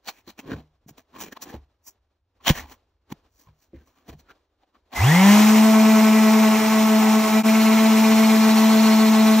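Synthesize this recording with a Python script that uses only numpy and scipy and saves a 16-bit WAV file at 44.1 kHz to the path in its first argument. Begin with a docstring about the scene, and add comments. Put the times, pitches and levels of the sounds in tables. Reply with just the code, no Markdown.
"""A quiet hall with a wooden stair: a tool is shifted about and set down, then an orbital sander starts.
Handling is swells of gritty noise, and knocks ring the wood's modes over a low rumble and rustle.
The off-centre weight hums once a turn, the freely turning pad makes the overtones throb, the rotor
whines, and fan air and grit hiss. Left and right differ in phase in the treble."""
import sys
import numpy as np
from scipy import signal
from scipy.fft import rfft, irfft, next_fast_len
from scipy.io import wavfile
from scipy.ndimage import uniform_filter1d

SR = 44100
rng = np.random.default_rng(int(sys.argv[2]) if len(sys.argv) > 2 else 0)


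def unload_audio(sound):
    """Save the sound as a 16-bit wav file, at the path given as the first command line argument."""
    columns = np.transpose(np.atleast_2d(sound))
    # keep every value between -1 and 1, then stretch to whole-number steps
    steps = np.round(np.clip(columns, -1, 1) * 32767)
    wavfile.write(sys.argv[1], SR, steps.astype(np.int16))


N = 414540
HZ = np.fft.rfftfreq(N, 1 / SR)
TIME = np.arange(N) / SR
START_S = 4.942  # the motor starts


def amp(db):
    """Decibels to gain."""
    return 10 ** (np.asarray(db) / 20)


def unit(x):
    """Scales to rms 1."""
    return x / np.sqrt(np.mean(x ** 2) + 1e-20)


def track(points):
    """Follows a table of (time [s], value) in straight lines."""
    return np.interp(TIME, *np.transpose(points))


def read(points, hz):
    """Reads a spectrum on a log-frequency axis."""
    f, value = np.transpose(points)
    return np.interp(np.log(hz + 1), np.log(f + 1), value)


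def noise(gain):
    """Two unrelated noises of one colour: the direct sound and what the walls scatter."""
    white = rng.standard_normal((2, N))
    return unit(irfft(rfft(white) * gain, N))


def peak(hz, width):
    """A resonance curve; width [Hz] is between its half-amplitude points."""
    return 1 / (1 + (2 * (HZ - hz) / width) ** 2)


def peaks(table):
    """Sums resonances from (frequency [Hz], width [Hz], level [dB])."""
    return sum(amp(db) * peak(f, width) for f, width, db in table)


def drift(hz):
    """Slow chance of rms about 1, up to hz changes a second."""
    steps = uniform_filter1d(rng.standard_normal(int(N / SR * hz * 4) + 9), size=4)
    return np.interp(TIME * hz * 4, np.arange(len(steps)), 2 * steps)


def settle(start_db, peak_s, peak_db, steady_db, settle_s, bend):
    """Level in dB that climbs from the motor start to a peak and then settles; bend shapes the climb."""
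    t = TIME[::64]
    climb = np.clip((t - START_S) / (peak_s - START_S), 0, 1) ** bend
    settled = 1 - np.exp(-(np.maximum(t - peak_s, 0) / settle_s) ** 1.5)
    level = start_db + (peak_db - start_db) * climb + (steady_db - peak_db) * settled
    return np.interp(TIME, t, level)


def stirred(events, quiet_db, full_db, share, lead_db, fade_db):
    """Gain that swells toward each event and fades after it, with slopes in dB/s.

    full_db belongs to an event at 0 dB; share is how far the gain follows the event's level."""
    t = TIME[::256, None]
    s, db = np.transpose(events)[:2]
    slope = np.where(t < s, lead_db, fade_db)
    near = amp(full_db + share * db - slope * abs(t - s))
    return np.interp(TIME, t[:, 0], np.hypot(amp(quiet_db), near.max(1)))


# Colour of the faint rustle in the hall: (frequency [Hz], relative level [dB])
RUSTLE_COLOUR = [(150, -9), (300, 5), (1000, -1), (2000, -11), (4000, -11), (8000, -23), (16000, -28.5)]


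def hall():
    """Lumpy low rumble stirred by the knocks and a faint rustle stirred by the scuffs."""
    rumble_gain = stirred(KNOCKS, quiet_db=-77, full_db=-56, share=.3, lead_db=150, fade_db=45)
    rustle_gain = stirred(SCUFFS, quiet_db=-86, full_db=-52, share=.3, lead_db=170, fade_db=60)
    rumble = noise(peak(64, 50)) * rumble_gain * amp(2.5 * drift(8.7))
    rustle = noise(amp(read(RUSTLE_COLOUR, HZ))) * rustle_gain * amp(2.5 * drift(31))
    return rumble + rustle


# Resonances of the tool's casing as it is handled: (frequency [Hz], width [Hz], relative level [dB])
CASING_MODES = [(751, 340, 3), (1080, 250, 1), (1735, 690, -1), (2420, 350, -3.5), (3100, 670, -4),
                (4200, 1200, -5)]
# Scuffs and ticks of handling on the stair: (time [s], swell level [dB], rise time [ms], fall time [ms],
# low part re swell [dB], treble part re swell [dB], ring frequency [Hz]); either time spans about 9 dB
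SCUFFS = [(0.088, -30, 13.4, 12, -17.5, -4.5, 4340), (0.191, -59.5, 88, 17, -14, -2, 2410),
          (0.28, -52, 6, 25, -6, -6, 4130), (0.301, -45, 17, 10, -13, -4, 4130),
          (0.395, -41, 8.9, 10, -3.5, -3, 2580), (0.48, -47, 29, 55, 9, -15, 1030),
          (0.525, -35, 16, 13.5, 4, -20, 1540), (0.6, -53, 69, 20, 0.5, -16, 690),
          (0.89, -51.5, 6.8, 13.5, 2.5, 4.5, 690), (0.98, -48.5, 4.8, 19, -5, -4.5, 687),
          (1.159, -45, 16.6, 37, -3.5, -18, 1040), (1.214, -39.5, 12.6, 21, -13.5, 4, 1010),
          (1.24, -50.5, 37, 13, 3, -1, 3100), (1.282, -50, 33, 12, 7, -6, 2410),
          (1.327, -41, 7.6, 7, -1.5, -4, 1720), (1.374, -39, 9.2, 3, -19, -16, 1020),
          (1.425, -39, 6, 12.5, -21, 6, 4400), (1.47, -50, 51, 37, -0.5, -24, 860),
          (1.504, -49.5, 25, 13, 1, -3, 1720), (1.543, -42, 15, 20.5, 4, -15, 850),
          (1.88, -56.5, 15, 16, -9, 15, 870), (2.412, -53.5, 5.6, 5, -14.5, -31, 1040),
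          (2.479, -13.5, 11, 19.5, -22.5, -7.5, 3160), (2.501, -22, 12.3, 7.5, -2, -3.5, 3400),
          (2.56, -41.5, 37, 32, -9.5, -4, 1890), (2.585, -32.5, 15, 20, -12, -5, 1940),
          (2.64, -49.5, 42, 37, -9, -18, 860), (2.726, -48, 26, 14.5, -7.5, -1.5, 1023),
          (3.108, -50, 7, 14, 0, -9, 852), (3.126, -37, 7, 2, 0, -6.5, 1040),
          (3.41, -66.5, 49, 34, -6, 6.5, 4480), (3.491, -60, 31, 11.5, -8, -22, 1030),
          (3.63, -70, 40, 30, -8, 4, 4400), (3.764, -62, 21, 15, 8, -15, 2070),
          (3.81, -66, 37, 29, 5.5, -9, 1540), (3.876, -67, 17, 35, -5.5, 0, 1024),
          (3.983, -64, 34, 38, -5, -8, 1215), (4.099, -42.5, 14.5, 6.5, -1, -6.5, 690),
          (4.134, -53.5, 21, 15, 3, -12, 690), (4.201, -58, 13, 11, -6, -1, 4310),
          (4.31, -50, 25, 14, -6.5, -17, 1390), (4.634, -63, 14.6, 13.5, -11, -26, 690),
          (4.753, -57, 8.8, 15, -4, -22, 1220), (4.936, -33, 9.7, 37, -15, -14, 740)]


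def scuffs():
    """Swells of gritty noise: a hollow low part, the casing with one ring of its own, and a treble part."""
    low = noise(peak(260, 110) + .3 * peak(450, 250))
    casing = noise(peaks(CASING_MODES))
    treble_peaks = peak(5900, 500) + .6 * peak(7000, 500) + .5 * peak(12000, 600) + peak(16000, 900)
    treble = noise((HZ > 4500) * (.35 + treble_peaks))
    grit = 1 + 0.28 * drift(300)
    out = np.zeros((2, N))
    for s, db, rise_ms, fall_ms, low_db, treble_db, ring_hz in SCUFFS:
        part = slice(max(round((s - .15) * SR), 0), round((s + 0.17) * SR))
        ms = 1000 * (TIME[part] - s)
        span = np.where(ms < 0, rise_ms, fall_ms)
        swell = amp(db - 12.4 * (np.sqrt((ms / span) ** 2 + 0.14) - 0.3725))  # a rounded top
        resonator = signal.iirpeak(ring_hz, 8, SR)
        ring = unit(signal.lfilter(*resonator, treble[:, part] + casing[:, part]))
        hollow_db = -.3 * min(treble_db + 5, 3)  # dull scuffs sound hollower: more ring, less casing
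        mix = amp(-3.5 - hollow_db) * casing[:, part] + amp(-8.5 + hollow_db) * ring
        mix += amp(low_db) * low[:, part] + amp(treble_db) * treble[:, part]
        out[:, part] += swell * grit[part] * mix
    return out


# Modes of the wooden stair: (frequency [Hz], relative level [dB], t60 before the knock's factor [s])
WOOD_MODES = [(48, -4, 0.27), (71, -0.5, 0.18), (103, -0.5, 0.1), (151, 0.5, 0.21), (201, -1, .15),
              (245, -5, .14), (335, -4, 0.11), (530, -4, .12), (780, -12, .08)]
# Knocks on the wood: (time [s], peak level [dB], centre of the blow [Hz], factor on the ring time [1])
KNOCKS = [(.275, -39.5, 300, 0.58), (.455, -39, 200, 1.2), (0.516, -30, 216, .9), (0.521, -31, 98.5, 1.6),
          (.862, -43, 190, 0.38), (.909, -42.5, 170, 0.28), (1.54, -35.5, 400, .4), (1.543, -37, 76, 1.34),
          (2.497, -14.5, 397, 0.34), (2.503, -3.5, 109, 0.21), (2.555, -39, 52, 1.3), (2.61, -41, 65, 1.1),
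          (3.118, -30.5, 199, 0.27), (3.47, -48, 100, 1.31), (3.733, -37, 335, 0.77), (3.745, -42, 78, 1.3),
          (4.085, -40, 300, 0.45), (4.095, -40, 80, 1), (4.135, -43, 150, 0.71), (4.145, -48, 70.5, 1.6)]


def knocks():
    """Each blow rings the modes of the wood near its centre; a mode takes about a cycle to build up."""
    t = np.arange(SR // 2) / SR
    out = np.zeros(N)
    f, mode_db, t60 = (column[:, None] for column in np.transpose(WOOD_MODES))
    for s, db, hz, factor in KNOCKS:
        near_db = -25 * np.log2(f / hz) ** 2
        decay = amp(mode_db + near_db - 60 * t / (t60 * factor))
        build_up = 1 - np.exp(-1.5 * f * t)
        ring = (decay * build_up * np.sin(2 * np.pi * f * t)).sum(0)
        part = out[round(s * SR):][:len(t)]
        part += amp(db) * ring / abs(ring).max()
    return out


# Speed the shaft closes in on after the start: (time [s], speed [turns/s])
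RUNNING_SPEED = [(5.7, 220.2), (6.0, 218.3), (6.8, 218.8), (7.3, 217.4), (7.5, 220), (8.0, 220.4),
                 (9.4, 219.1)]


def shaft_angle():
    """Shaft angle [rad]: the speed nears its running value exponentially, with slight chance wander."""
    run_up_s = .137  # time constant
    speed = track(RUNNING_SPEED) * (1 - np.exp(-np.maximum(TIME - START_S, 0) / run_up_s))
    return 2 * np.pi * np.cumsum(speed * (1 + 0.00212 * drift(25))) / SR


# The pad creeps round on its bearing: (time [s], angle [turns])
PAD_TURNS = [(5.4, 0.03), (5.65, 1.73), (5.9, 4.05), (6.15, 6.85), (6.4, 9.21), (6.65, 12.18), (6.9, 13.72),
             (7.15, 15.67), (7.4, 18.37), (7.8, 21.75), (8.15, 24.4), (8.4, 26.45), (9.1, 31.37),
             (9.39, 33.59)]


def pad_angle():
    """Pad angle [rad] on its free bearing."""
    return 2 * np.pi * track(PAD_TURNS)


# How evenly the pad rocks on the wood:
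# (time [s], factor on throb of low overtones [1], factor on throb of high overtones [1])
ROCKING = [(5.4, 0.68, 0.36), (6.2, 0.7, .3), (7.3, 0.61, 0.39), (7.5, 1.02, .7), (8.25, 1, 0.86),
           (8.4, 0.55, 1.01), (9.4, 0.55, 1.03)]


def pad_rocking():
    """Strength of the pad's rocking for the low and for the high overtones."""
    s, low, high = np.transpose(ROCKING)
    return np.interp(TIME, s, low), np.interp(TIME, s, high)


# Hum of the weight, sagging where the pad is eased or tilted: (time [s], level [dB])
HUM_LEVEL = [(4.949, -46), (4.975, -40.5), (5.0, -22), (5.049, -14), (5.15, -15), (5.31, -10), (5.4, -12.5),
             (5.82, -13.5), (6.45, -14.5), (6.62, -20.5), (6.8, -16.5), (7.18, -16), (7.23, -21),
             (7.29, -24), (7.34, -16), (8.1, -15), (9.4, -14.5)]


def weight_hum(shaft):
    """The off-centre weight shakes the tool once a turn."""
    return amp(track(HUM_LEVEL) + .4 * drift(30)) * np.cos(shaft)


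def rotor_whine(shaft):
    """Rotor slots (12 a turn) and commutator bars (24 a turn) whine, swinging with every turn."""
    slot_db = settle(-58, peak_s=5.09, peak_db=-28, steady_db=-46.5, settle_s=.42, bend=1.)
    bar_db = settle(-52, peak_s=5.015, peak_db=-31.5, steady_db=-37, settle_s=.04, bend=1.1)
    whine = 0
    for order, db in ((12, slot_db), (24, bar_db)):
        swing = 1 + .7 * np.cos(shaft) + 0.8 * (drift(120) + 1j * drift(120))
        whine += amp(db) * (swing * np.exp(1j * order * shaft)).real
    return whine


def motor_buzz(shaft):
    """The straining motor buzzes on multiples 3 to 30 of the shaft speed while it gains speed."""
    buzz_db = settle(-52, peak_s=5.28, peak_db=-30, steady_db=-60, settle_s=.25, bend=.35)
    run_up = (TIME > START_S) & (TIME < 6)
    buzz = np.zeros(N)
    for order in range(3, 31):
        flutter = amp(-.4 * order + 2.5 * drift(20)[run_up])
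        buzz[run_up] += flutter * np.cos(order * shaft[run_up] + rng.uniform(0, 2 * np.pi))
    return amp(buzz_db) * buzz


# What the shell passes of whine and buzz: (frequency [Hz], gain [dB])
SHELL_GAIN = [(300, -14), (1500, -8), (1850, 1), (2050, 2.5), (2300, -3.5), (2600, -3.5), (3350, -1),
              (3800, -16), (6000, -10)]
# Resonances of housing and board: (frequency [Hz], width [Hz], relative level [dB])
HOUSING_MODES = [(784, 170, 1), (976, 250, -1)]


def through_shell(whine, buzz):
    """The shell colours whine and buzz; the housing also carries the buzz."""
    shell = amp(read(SHELL_GAIN, HZ))
    return irfft(rfft(whine) * shell + rfft(buzz) * (shell + .45 * peaks(HOUSING_MODES)), N)


def roar(pad):
    """Housing roar that swells once a pad turn, a start squeal, and a board rumble that grows in time."""
    roar_db = settle(-44.5, peak_s=5.05, peak_db=-27.5, steady_db=-34.3, settle_s=.5, bend=.5)
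    squeal_db = settle(-39, peak_s=4.99, peak_db=-27.5, steady_db=-48, settle_s=.04, bend=.7)
    rumble_db = -62 + 3.5 * (TIME - 7)  # grows 3.5 dB/s
    swell = 1 + 0.11 * np.cos(pad + 1.8)
    out = noise(peaks(HOUSING_MODES)) * amp(roar_db + 2.7 * drift(12)) * swell
    out += amp(squeal_db) * noise(peak(2060, 120))
    return out + amp(rumble_db) * noise(peak(70, 80))


# Colour of the hiss of fan air and grit: (frequency [Hz], relative level [dB])
HISS_COLOUR = [(40, -92), (120, -71), (300, -62.5), (560, -68), (900, -57.5), (1650, -66.5), (2200, -63.5),
               (3000, -67.5), (4700, -70.5), (5500, -68.5), (8000, -70), (11500, -74.5), (14200, -74),
               (15700, -80.5)]


def air_hiss(shaft, pad):
    """Fan air and grit hiss, pulsing once a shaft turn and twice a pad turn."""
    hiss_db = settle(-34.5, peak_s=5.31, peak_db=-20.5, steady_db=-26.2, settle_s=.25, bend=.45)
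    pulse = 1 + 0.061 * np.cos(shaft + 1) + 0.048 * np.cos(2 * pad - 2.4) + .08 * drift(20)
    return amp(hiss_db) * noise(amp(read(HISS_COLOUR, HZ))) * pulse


# Overtones of the hum: (multiple of the shaft speed [1], relative level [dB], throbs per pad turn [1],
# throb depth before rocking [1], pad angle of the throb [rad])
OVERTONES = [(2, -2.5, 1, 0.75, 0.36), (3, 1.5, 1, 0.2, -.7), (4, -5, 1, 0.6, 3.5), (5, -3.5, 1, 0.45, 1.2),
             (6, -8, 1, .4, 1.8), (7, -14.5, 1, 0.9, 1), (8, -14.5, 2, .4, -2.5), (9, -10.5, 1, 0.7, 0),
             (10, -11, 2, 0.72, -1.5), (11, -9, 2, 0.44, -2), (12, -16, 2, .5, -2), (13, -16.5, 2, 0.5, -2),
             (14, -17, 2, 0.58, -2.5), (15, -21, 2, 0.5, -3.5), (16, -20.5, 2, 0.88, -4.5),
             (17, -21.5, 2, .9, -1.5), (18, -17.5, 2, 0.83, -3.5), (19, -17.5, 2, 0.66, -1),
             (20, -16, 2, .9, -3), (21, -26.5, 2, 0.98, -7.5), (36, -21, 1, .3, 0.5), (42, -31, 1, .3, -1),
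             (47, -21, 1, .3, -.7), (48, -11, 1, .3, 1), (54, -19.5, 1, .3, 0), (63, -22, 1, .3, -1.5),
             (65, -24.5, 1, .3, -3), (66, -22, 1, .3, -2.5)]


def throbbing_overtones(shaft, pad, over_db, low_rock, high_rock):
    """Multiples of the shaft speed throb as the pad creeps round: by beating, or by its edge biting."""
    on = TIME > START_S
    total = 0
    for order, db, throbs, depth, angle in OVERTONES:
        turn = throbs * pad[on] + angle
        lag = 0
        if throbs == 1:  # a tone just below beats against the overtone
            throb = 1 + depth * np.exp(-1j * turn)
        else:  # the pad edge bites in a burst twice a turn
            rock = (low_rock if order < 15 else high_rock)[on]
            throb = amp(1.2) * rock ** .6 * np.exp(1.3 * depth * rock * np.cos(turn))
            lag = np.round(.27 * order)  # cycles by which the tone falls behind in each pad turn
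        waver = .1 * order ** .5 * (drift(16) + 1j * drift(16))[on]
        phase = order * shaft[on] - lag * pad[on] + rng.uniform(0, 2 * np.pi)
        total += amp(db) * (throb * (1 + waver) * np.exp(1j * phase)).real
    out = np.zeros(N)
    out[on] = amp(over_db[on]) * total
    return out


def biting_grit(pad, over_db, low_rock, high_rock):
    """Grit bites harder each time the pad rocks over, twice a pad turn."""
    out = np.zeros((2, N))
    for f, width, db, rock in ((2210, 380, -15, low_rock), (4200, 920, -18, high_rock)):
        bite = rock * np.exp(1.06 * rock * np.cos(2 * pad - 2.4))
        out += amp(over_db + db) * bite * noise(peak(f, width))
    return out


def sander():
    """Tones and noises of the running sander, sharing one shaft angle and one pad angle."""
    shaft, pad = shaft_angle(), pad_angle()
    low_rock, high_rock = pad_rocking()
    over_db = settle(-56, peak_s=5.75, peak_db=-30, steady_db=-32, settle_s=.6, bend=.4)
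    tones = weight_hum(shaft) + through_shell(rotor_whine(shaft), motor_buzz(shaft))
    tones += throbbing_overtones(shaft, pad, over_db, low_rock, high_rock)
    air = roar(pad) + air_hiss(shaft, pad) + biting_grit(pad, over_db, low_rock, high_rock)
    fade_in = np.clip((TIME - START_S) / .02, 0, 1)
    dip = np.clip(abs(TIME - 7.43) / .032, .04, 1)  # the level dips briefly at 7.43 s
    gate = fade_in * dip
    return np.sqrt(2) * tones * gate, air * gate  # the root makes tone levels rms


# Likeness of left and right noise by frequency: (frequency [Hz], likeness [1])
LEFT_RIGHT_LIKENESS = [(250, 1), (450, .85), (700, .72), (1250, .75), (1600, 1), (2050, 1), (2750, .6),
                       (4300, .65), (4800, .4), (5400, .9), (8500, .88), (9250, 1), (10900, 1),
                       (11500, .85), (13600, .85), (14600, 1)]
# The sander on the left over the right: (frequency [Hz], level difference [dB])
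LEFT_OVER_RIGHT = [(100, 0), (220, 2), (440, 4), (560, 0), (660, -7), (900, -1), (1200, 1), (1600, 0),
                   (4300, -1), (6000, 0)]


def scene():
    """Noises reach the right partly as scattered sound; steady tones and knocks arrive alike."""
    alike = np.interp(HZ, *np.transpose(LEFT_RIGHT_LIKENESS))

    def to_stereo(direct, scattered):
        """Left hears the direct sound, right a blend of direct and scattered."""
        return np.array([direct, alike * direct + np.sqrt(1 - alike ** 2) * scattered])

    handling = irfft(to_stereo(*rfft(hall() + scuffs())), N) + knocks()
    tones, air = sander()
    side = amp(read(LEFT_OVER_RIGHT, HZ) / 2)  # half the difference up on the left, half down on the right
    machine = (rfft(tones) + to_stereo(*rfft(air))) * [side, 1 / side]
    return handling + irfft(machine, N) * (TIME > START_S)


# Phase between left and right: bends upward, opposed at 9.3-10.8 kHz:
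# (frequency [Hz], lead of the left [rad])
LEFT_LEAD = [(0, 0), (1700, 0), (4300, 1.2), (4800, 3.2), (5340, 6.3), (8950, 9.2), (9300, np.pi * 3),
             (10800, np.pi * 3), (11050, 9.6), (14600, np.pi * 4), (16000, np.pi * 4)]


def record(dry):
    """Left and right differ in phase and lose the deepest bass; then the treble is band-limited."""
    bass_hz, edge_hz = 22., 15720
    size = next_fast_len(N + 4096)
    lead = np.interp(np.fft.rfftfreq(size, 1 / SR), *np.transpose(LEFT_LEAD))
    half = np.exp(.5j * lead)
    stereo = irfft(rfft(dry, size) * [half, 1 / half], size)[:, :N]
    stereo = signal.lfilter(*signal.butter(2, bass_hz, "high", fs=SR), stereo)
    band_limit = signal.firwin(1201, edge_hz, window=("kaiser", 11), fs=SR)
    return signal.oaconvolve(stereo, band_limit[None], "same")


dry = scene()
out = record(dry)
unload_audio(out)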